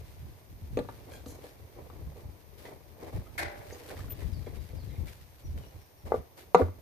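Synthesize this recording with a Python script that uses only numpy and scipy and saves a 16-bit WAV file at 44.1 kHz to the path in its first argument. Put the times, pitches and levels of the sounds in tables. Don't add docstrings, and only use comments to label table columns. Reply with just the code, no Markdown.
import sys
import numpy as np
from scipy import signal
from scipy.fft import rfft, irfft, next_fast_len
from scipy.io import wavfile
from scipy.ndimage import uniform_filter1d, map_coordinates

SR = 44100
rng = np.random.default_rng(int(sys.argv[2]) if len(sys.argv) > 2 else 0)


def transcribe(u):
    v = np.clip(np.atleast_2d(u).T, -1, 1)
    q = np.round(v * 32767).astype(np.int16)
    wavfile.write(sys.argv[1], SR, q)


N = 300321

BREEZE = [(0, -48.5), (.45, -53), (.72, -41.5), (1, -54.5), (1.35, -53), (1.65, -54.5), (2, -44.5),
          (2.45, -64), (2.9, -59.5), (3.45, -50.5), (3.95, -50.5), (4.35, -47), (4.95, -44.5),
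          (5.22, -52.5), (5.6, -48), (5.9, -64), (6.35, -65.5), (6.8, -55)]
# t/s, pan/dB
RUMBLE_BALANCE = [(0, 1), (1.4, 1.5), (2.25, 1), (2.45, 29.5), (2.95, 18), (3.1, 6), (3.35, -12), (4.05, 2),
                  (4.3, 14.5), (4.9, 7.5), (5.15, 1.5), (6.5, -3.5)]
GUSTS = [(.21, 0.11, -47), (.61, 0.03, -42.5), (2.23, 0.066, -42.5), (3.135, 0.06, -35),
         (4.035, 0.056, -37), (4.235, 0.034, -35), (4.32, 0.065, -36.5), (4.73, 0.028, -36.5),
         (4.975, 0.075, -36.5), (5.44, 0.091, -38.5), (5.535, 0.022, -33), (5.74, 0.028, -44.5),
         (6.03, 0.12, -41), (6.17, 0.028, -40.5)]
BUFFET_SPECTRUM = [(20, -19), (50, -1.5), (80, 3), (120, -4), (180, -14), (300, -21.5), (600, -40),
                   (1500, -107)]
AIR_SPECTRUM = [(24, -34), (40, -29), (107, 4), (225, -17.5), (428, -13.5), (990, -13), (1300, -23),
                (2290, -22), (2930, -26.5), (6460, -25), (7680, -40.5), (8910, -24.5), (10300, -31.5),
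                (13600, -17), (14600, -27)]

HAND_STROKES = [(1.072, 0.068, -50, -63), (1.273, 0.064, -53.5, -72), (1.404, 0.068, -52, -60.5),
                (1.749, 0.064, -54, -78), (2.16, 0.04, -54.5, -65), (2.57, 0.036, -56, -54.5),
                (2.623, 0.074, -48, -59), (2.99, 0.094, -46, -61.5), (3.115, 0.049, -46.5, -57),
                (3.877, 0.04, -45, -53), (3.957, 0.028, -52, -55), (4.179, 0.055, -50, -56.5),
                (4.456, 0.02, -44.5, -76), (4.53, 0.027, -66, -58), (5.05, 0.047, -58, -55),
                (5.565, 0.038, -56.5, -65), (6.046, 0.12, -46.5, -59), (6.364, 0.036, -55, -53.5),
                (6.573, 0.034, -39, -53)]
IDLE_HANDS = [(0, -59.5, -60.5), (.5, -64.5, -67), (.95, -56, -60.5), (1.65, -60.5, -64.5),
              (1.95, -55, -65), (2.4, -61, -67), (2.9, -60, -66.5), (3.3, -57, -64.5), (3.8, -51, -54.5),
              (4.3, -56, -60.5), (5, -57, -61), (5.3, -69, -64), (5.7, -59, -62), (5.95, -66.5, -69.5),
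              (6.8, -61.5, -70.5)]
RUB_SPECTRUM = [(130, -10), (220, -5), (306, 1.5), (377, 1.5), (444, 3), (658, -1.5), (1200, -12),
                (1330, -19.5), (2420, -17), (2600, -60), (3380, -71), (5720, -120)]
SLEEVE_SPECTRUM = [(700, -18), (1400, -0.5), (2100, 1), (3000, -2), (4500, -2.5), (7500, -9), (12000, -6),
                   (14500, -7.5)]

# t/s, level/dB, contact centre f/Hz, crack level/dB, ring time factor, pan/dB
IMPACTS = [(0.7719, -15.5, 398, -17, 1.14, 0.5), (0.7888, -18, 410, -16, 1.04, 1.5),
           (0.8031, -24.5, 275, -20, 0.9, -2), (.847, -38, 700, -20, 0.63, 3),
           (0.8878, -27.5, 780, -21, 0.86, 1), (1.263, -31.5, 310, -22, 2, 1),
           (1.442, -35, 586, -20, 2.1, 1), (1.77, -41, 625, -28, 1.1, 5), (1.792, -40, 650, -24, 0.43, -1),
           (1.9, -38, 870, -11, .35, 2), (2.16, -39.5, 570, -24, 1.1, 1), (2.653, -37, 523, -5, 1.6, 1),
           (3.028, -39, 574, -28, 1.9, 7), (3.3785, -51, 2100, -10, 0.55, -3),
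           (3.724, -34, 496, -28, 2.5, 2), (3.902, -38, 456, -22, 1.7, 8), (4.469, -30, 417, -20, 0.57, 2),
           (4.732, -44.5, 456, -26, 0.46, -12), (5.577, -44, 520, -3, 0.52, 1),
           (5.636, -44, 400, -3, 0.46, -2), (6.12, -9, 677, -47, 0.27, 3.5),
           (6.1418, -13, 575, -29, 0.4, 0), (6.1557, -25, 580, -41, 0.45, 0),
           (6.5466, 2.5, 770, -23, 0.7, 1), (6.573, -39, 4500, 1, 0.45, 0),
           (6.5939, -21.5, 810, -28, 0.94, 6), (6.6095, -14, 480, -34, 0.43, 2),
           (6.618, -22, 1350, -40, 0.37, 0), (6.6227, -18.5, 374, -36, 0.68, -2),
           (6.656, -30, 330, -31, 1.3, 0), (6.684, -36, 830, -32, 2, 0)]
BODY_MODES = [(267, -0.5, 0.13), (452, 9.5, 0.026), (490.3, 9, 0.091), (598, 4.5, 0.041), (759, 7, 0.049),
              (950, 9.5, 0.032), (1066, 9, 0.012), (1161, 5, 0.077), (1270, -10.5, 0.066),
              (1430, -7.5, 0.16), (2050, -4, 0.085), (3746, -19, .06)]
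AIR_COLUMN_MODES = [(299.4, 2, 0.11), (570, 3, 0.079), (882, 4, 0.06), (1190, 4, 0.068), (1730, 6.5, 0.067)]
CRACK_SPECTRUM = [(800, 9.5), (2200, 0.5), (3000, -2), (4100, 1.5), (5500, -16.5), (7000, -9.5),
                  (8500, -15.5), (14500, -22)]

PIPE_PUSHES = [(1.107, 0.068, -50.5, 2170), (1.258, 0.075, -57, 7540), (1.345, .016, -61, 7000),
               (1.42, 0.059, -61, 3530)]
SHAFT_MODES = [(1580, 4), (2400, -1), (3270, 2.5), (4130, 4.5), (6150, 2), (6750, -2)]
RASP_SPECTRUM = [(1500, -26), (4000, -9), (6300, -3), (8000, -5), (12500, 2), (14500, -12)]
DRY_CLICKS = [(1.26, -46, 1220), (1.261, -47, 4120), (3.708, -40.5, 1940), (3.889, -47, 4020),
              (3.904, -37, 1650), (3.913, -45, 2080), (3.969, -43, 1850), (3.977, -48, 2200),
              (3.993, -42.5, 1220), (4.005, -40.5, 1750), (4.044, -47, 1080), (4.082, -46, 1400),
              (4.106, -45, 2670), (4.122, -46, 3380), (4.207, -46, 2020), (4.464, -51, 1900)]
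# t/s, duration/s, level/dB, lowest resonance f/Hz
SCRAPES_AND_TWITTERS = [(2.651, 0.024, -51.5, 2050), (3.253, 0.027, -59, 1290), (4.198, 0.041, -57, 1930),
                        (4.46, 0.018, -56.5, 2100), (4.55, 0.031, -61, 2240), (4.69, 0.027, -63.5, 2150),
                        (4.889, 0.04, -61, 2070), (4.946, 0.023, -61, 2280), (5.068, 0.022, -57, 2200)]
NARROW_BANDS = [(1, 20), (1.55, 6), (2.1, -10)]

MALLET_LIFT = [(3.378, -31.5, -34.5)]
METAL_MODES = [(592, -7, 1.2), (694, -6, 0.39), (802, -15, 1.4), (991, -10, 0.72), (1453, -20, 0.8),
               (1518, -11, 0.41), (1577, -3, 0.39), (1642, -6, 0.39), (1814, -3, 0.3), (2008, -4, 0.41),
               (2040, -11, 0.62), (2180, 0, 0.26), (2331, -14, 0.48), (2471, -9, 0.35)]
CLATTER_SPECTRUM = [(120, -50), (200, -40), (319, -2.5), (499, -12), (576, -3.5), (795, -5), (1270, -15),
                    (1540, -5), (2090, -4), (2890, -17.5), (4440, -15.5), (7080, -21.5), (11900, -17),
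                    (14500, -22.5)]
CLATTER_T60 = [(500, 0.74), (2000, 0.55), (4500, 0.41), (12000, 0.19)]
# t/s, duration/s, start f/Hz, end f/Hz, level/dB, fractional pitch waver, pan/dB
GRIP_SQUEAKS = [(3.722, .016, 6100, 6500, -53, .04, 0), (3.72, .022, 4950, 4700, -61, .035, 0),
                (3.985, .02, 13600, 13600, -62, .006, 8), (4.093, .04, 13580, 13550, -44.5, .002, 10)]
BIRD_CALLS = [(4.322, .05, 5300, 4500, -60), (4.372, .035, 4400, 4100, -68), (4.43, .04, 3750, 4050, -70),
              (4.57, .03, 3650, 3850, -68), (4.59, .04, 4700, 4800, -68), (4.76, .075, 5300, 4100, -64),
              (4.88, .06, 4150, 3700, -68), (5.573, .02, 3200, 3050, -64), (5.625, .025, 3050, 2880, -63),
              (5.44, .035, 5850, 5680, -62.5), (5.625, .07, 5660, 5620, -69), (5.795, .06, 5640, 5610, -68),
              (5.975, .06, 5600, 5550, -67.5)]
BENCH_SWAYS = [(6.549, -22, 180, 0.15), (6.595, -19.5, 272, 0.15), (6.611, -13.5, 86.2, 0.2),
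               (6.679, -26, 89.6, 0.17)]
WORK_GROANS = [(6.594, 0.0321, 765, 439, -24)]

COHERENCE = [(60, 0.34), (130, 0.22), (300, 0.78), (700, 0.077), (1500, 0), (12000, 0.015)]
SCATTER_SPECTRUM = [(250, -8), (1200, -0.5)]
WALL_T60 = [(150, 0.42), (600, 0.18), (1500, 0.31), (5000, 0.32), (12000, 0.1)]

SEATED_S, CRACK_T60_S = 1.5, 0.008
HOARSE_DB = 1


def amp(db):
    return 10 ** (np.asarray(db) / 20)


def pan(db):
    return amp(db * np.array([[.5], [-.5]]))


def unit(x):
    return x / np.sqrt(np.mean(x ** 2) + 1e-20)


def unit_burst(x):
    return x / np.sqrt(uniform_filter1d(x ** 2, size=176, axis=-1).max())


def along(points, hz):
    f, v = np.transpose(points)
    return np.interp(np.log(hz + 1), np.log(f + 1), v)


def curves(rows):
    s, *cols = np.transpose(rows)
    return [np.interp(np.arange(N) / SR, s, c) for c in cols]


def wobble(rate, n=N):
    knots = rng.standard_normal(int(N * rate / SR) + 4)
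    return map_coordinates(knots, [np.arange(n) * rate / SR])


def filtered(x, response):
    n = x.shape[-1]
    m = next_fast_len(n + SR // 4)
    return irfft(rfft(x, m) * response(np.fft.rfftfreq(m, 1 / SR)), m)[..., :n]


def noise(spectrum, n=N):
    def response(hz):
        angle = np.arccos(np.clip(along(COHERENCE, hz), -1, 1)) / 2
        return amp(along(spectrum, hz)) * [np.cos(angle), np.sin(angle)]
    mid, side = filtered(rng.standard_normal((2, n)), response)
    return unit(np.array([mid + side, mid - side]))


def damped(x, decay):
    hz, t, bands = signal.stft(x, SR, nperseg=256)
    loss = amp(-60 * t / along(decay, hz)[:, None])
    return signal.istft(bands * loss, SR, nperseg=256)[1][:, :x.shape[-1]]


def fade(t, t60):
    return np.exp(-np.log(1000) * t / t60)


def arch(t, length):
    return np.abs(np.sin(np.pi * np.minimum(t / length, 1)))


def add(track, s, sound):
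    part = track[:, round(s * SR):][:, :sound.shape[-1]]
    part += sound[..., :part.shape[1]]


def echoed(x, near_db, wall_db):
    t = np.arange(SR // 2) / SR
    flat = [(100, 0), (10000, 0)]
    near = noise(SCATTER_SPECTRUM, len(t)) * fade(t, 0.037) * (t > .003)
    wall = damped(noise(flat, len(t)), WALL_T60) * (t > .012)
    echo = amp(near_db) * near / np.linalg.norm(near[0]) + amp(wall_db) * wall / np.linalg.norm(wall[0])
    return x + signal.fftconvolve(np.atleast_2d(x), echo, axes=1)[:, :x.shape[-1]]


def swells(events, attack_s, t60):
    power, t = np.zeros((1, N)), np.arange(SR // 2) / SR
    rise = np.sin(np.pi / 2 * np.minimum(t / attack_s, 1)) ** 2
    for s, length, db in events:
        add(power, s, (amp(db) * rise * fade(np.maximum(t - length, 0), t60)) ** 2)
    return power[0]


def glide(length, start_hz, end_hz, waver, flutter_db=0):
    t = np.arange(SR // 2) / SR
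    remaining = 1 - np.minimum(t / length, 1)
    hz = end_hz + (start_hz - end_hz) * remaining ** 1.83
    hz *= 1 + waver * wobble(700, len(t))
    flutter = unit(amp(flutter_db * wobble(250, len(t))))
    return flutter * np.sqrt(arch(t, length)) * np.sin(2 * np.pi * np.cumsum(hz) / SR)


def wind(eddy_db=3.5, lump_db=2):
    breeze_db, = curves(BREEZE)
    balance_db, = curves(RUMBLE_BALANCE)
    breeze = amp(breeze_db + eddy_db * wobble(14))
    flow = np.sqrt(breeze ** 2 + swells(GUSTS, attack_s=0.0089, t60=0.19))
    lumps = amp(lump_db * np.array([wobble(28), wobble(28)]))
    return flow * pan(balance_db) * unit(lumps * noise(BUFFET_SPECTRUM))


def outdoor_air():
    return amp(-60) * noise(AIR_SPECTRUM)


def handling(catches_per_s=9.7):
    s, length, rub_db, rustle_db = np.transpose(HAND_STROKES)
    idle_rub, idle_rustle = amp(curves(IDLE_HANDS))
    rub = np.sqrt(idle_rub ** 2 + swells(zip(s, length, rub_db), attack_s=0.017, t60=0.34))
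    rustle = np.sqrt(idle_rustle ** 2 + swells(zip(s, length, rustle_db), attack_s=0.017, t60=0.34))
    slips = amp(3.25 * wobble(90))
    fibres = amp(2 * wobble(400) + 1.3 * wobble(45))
    catches = (rng.random(N) < catches_per_s / SR) * rng.random(N)
    release = fade(np.arange(SR // 4) / SR, 0.014)
    grip = 1 + amp(-12) * signal.fftconvolve(catches, release)[:N]
    hand = rub * unit(grip * slips * noise(RUB_SPECTRUM))
    sleeve = rustle * unit(grip * fibres * noise(SLEEVE_SPECTRUM))
    return hand + sleeve * pan(1.4)


def knocks(crack_lag_s=0.000457):
    out, t = np.zeros((2, N)), np.arange(SR // 2) / SR
    squeeze = 1 - np.exp(-(t / 0.00071) ** 2)
    port_delay_s = np.array([.00006, -.00006])[:, None, None]
    for s, db, centre_hz, crack_db, ring_factor, pan_db in IMPACTS:
        modes = [*BODY_MODES, *AIR_COLUMN_MODES] if s < SEATED_S else BODY_MODES
        hz, level, t60 = np.transpose(modes)[:, :, None]
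        strength = amp(level + .8 * rng.standard_normal((2, *hz.shape)))
        decay = fade(t, t60 * ring_factor)
        ring = np.sum(strength * np.sin(2 * np.pi * hz * (t - port_delay_s)) * decay, axis=1)
        contact = signal.butter(2, [centre_hz * .5, centre_hz * 1.64], "band", fs=SR, output="sos")
        ring = unit_burst(signal.sosfilt(contact, squeeze * ring))
        cycles = centre_hz * t
        shove = unit_burst(np.sin(2 * np.pi * cycles) * np.exp(-((cycles - 1) / 0.92) ** 2))
        crack = unit_burst(squeeze * noise(CRACK_SPECTRUM, len(t))[0] * fade(t, CRACK_T60_S))
        crack = np.array([crack, np.interp(t - crack_lag_s, t, crack)])
        blow = amp(db - 12.5) * (ring + amp(1.5) * shove + amp(crack_db + 10) * crack)
        add(out, s, echoed(blow, near_db=-3.5, wall_db=-14.5) * pan(pan_db))
    return out


def sliding(slips_per_s=560, q=19, log_spread=.6):
    out, t = np.zeros((2, N)), np.arange(SR // 2) / SR
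    for s, length, db, bright_hz in PIPE_PUSHES:
        push = np.sqrt(arch(t, length))
        slips = push * (rng.random(len(t)) < slips_per_s / SR) * rng.standard_normal(len(t))
        ring = np.zeros(len(t))
        for hz, level in SHAFT_MODES:
            strength = amp(level) / (1 + (np.log(hz / bright_hz) / log_spread) ** 2) / np.sqrt(hz)
            ring += strength * signal.lfilter(*signal.iirpeak(hz, q, SR), slips)
        hiss = push * noise(RASP_SPECTRUM, len(t)) * bright_hz / SHAFT_MODES[-1][0]
        add(out, s, echoed(amp(db) * (unit_burst(ring) + hiss), near_db=-9, wall_db=-7.5))
    return out


def ticks(ring_cycles=21):
    out, t = np.zeros((2, N)), np.arange(SR // 2) / SR
    for s, db, hz in DRY_CLICKS:
        ring = unit_burst(np.sin(2 * np.pi * hz * t) * fade(t, ring_cycles / hz))
        band = signal.butter(1, [hz * .5, hz * 2], "band", fs=SR, output="sos")
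        snap = unit_burst(signal.sosfilt(band, rng.standard_normal(len(t)) * fade(t, CRACK_T60_S)))
        add(out, s, echoed(amp(db - 6) * (ring + amp(-8.5) * snap), near_db=-4, wall_db=-11))
    return out


def scrapes_and_twitters(q=14):
    out, t = np.zeros((2, N)), np.arange(SR // 2) / SR
    for s, length, db, low_hz in SCRAPES_AND_TWITTERS:
        drive = rng.standard_normal(len(t)) ** 3 * arch(t, length)
        ring = sum(amp(level) * signal.lfilter(*signal.iirpeak(low_hz * ratio, q, SR), drive)
                   for ratio, level in NARROW_BANDS)
        add(out, s, echoed(amp(db) * unit_burst(ring), near_db=-0.5, wall_db=-7.5))
    return out


def clank(split_hz=1200, bloom_s=.014, attack_s=.002):
    out, t = np.zeros((2, N)), np.arange(SR) / SR
    for s, clatter_db, ring_db in MALLET_LIFT:
        ring = np.zeros((2, len(t)))
        for hz, db, t60 in METAL_MODES:
            blur = rng.random((2, 1)) + .1 * wobble(50, len(t))
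            ring += amp(db) * np.sin(2 * np.pi * (hz * t + blur)) * fade(t, t60)
        clatter = damped(noise(CLATTER_SPECTRUM, len(t)), CLATTER_T60) * amp(2.2 * wobble(150, len(t)))
        sound = amp(clatter_db) * clatter + amp(ring_db) * ring
        low = filtered(sound, lambda hz: 1 / (1 + (hz / split_hz) ** 6))
        high = sound - low
        add(out, s, low * (1 - np.exp(-t / bloom_s)) + high * (1 - np.exp(-t / attack_s)))
    return out * pan(2.2)


def squeaks():
    out = np.zeros((2, N))
    for s, length, start_hz, end_hz, db, waver, pan_db in GRIP_SQUEAKS:
        tone = amp(db) * glide(length, start_hz, end_hz, waver, HOARSE_DB)
        add(out, s, echoed(tone, near_db=1, wall_db=-9) * pan(pan_db))
    return out


def birds():
    out = np.zeros((2, N))
    for s, length, start_hz, end_hz, db in BIRD_CALLS:
        steep = min(abs(np.log(start_hz / end_hz)) / .2, 1)
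        call = glide(length, start_hz, end_hz, .002 + .032 * steep, HOARSE_DB * steep)
        add(out, s, echoed(amp(db) * call, near_db=-7, wall_db=-4))
    return out


def bench(build_cycles=1.4):
    out, t = np.zeros((2, N)), np.arange(SR // 2) / SR
    port_phase = np.array([[-.35], [.35]])
    for s, db, hz, t60 in BENCH_SWAYS:
        build = 1 - np.exp(-(t * hz / build_cycles) ** 2)
        add(out, s, amp(db) * np.sin(2 * np.pi * hz * t + port_phase) * fade(t, t60) * build)
    return out


def groan():
    out = np.zeros((2, N))
    for s, length, start_hz, end_hz, db in WORK_GROANS:
        tone = amp(db) * glide(length, start_hz, end_hz, waver=.05)
        add(out, s, echoed(tone, near_db=2, wall_db=-11.5))
    return out


def scene():
    events = knocks() + ticks() + groan() + bench() + clank() + scrapes_and_twitters()
    return events + handling() + sliding() + squeaks() + wind() + birds() + outdoor_air()


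def record(dry, top_hz=14750):
    return filtered(np.clip(dry, -1, 1), lambda hz: hz < top_hz)


dry = scene()
out = record(dry)
transcribe(out)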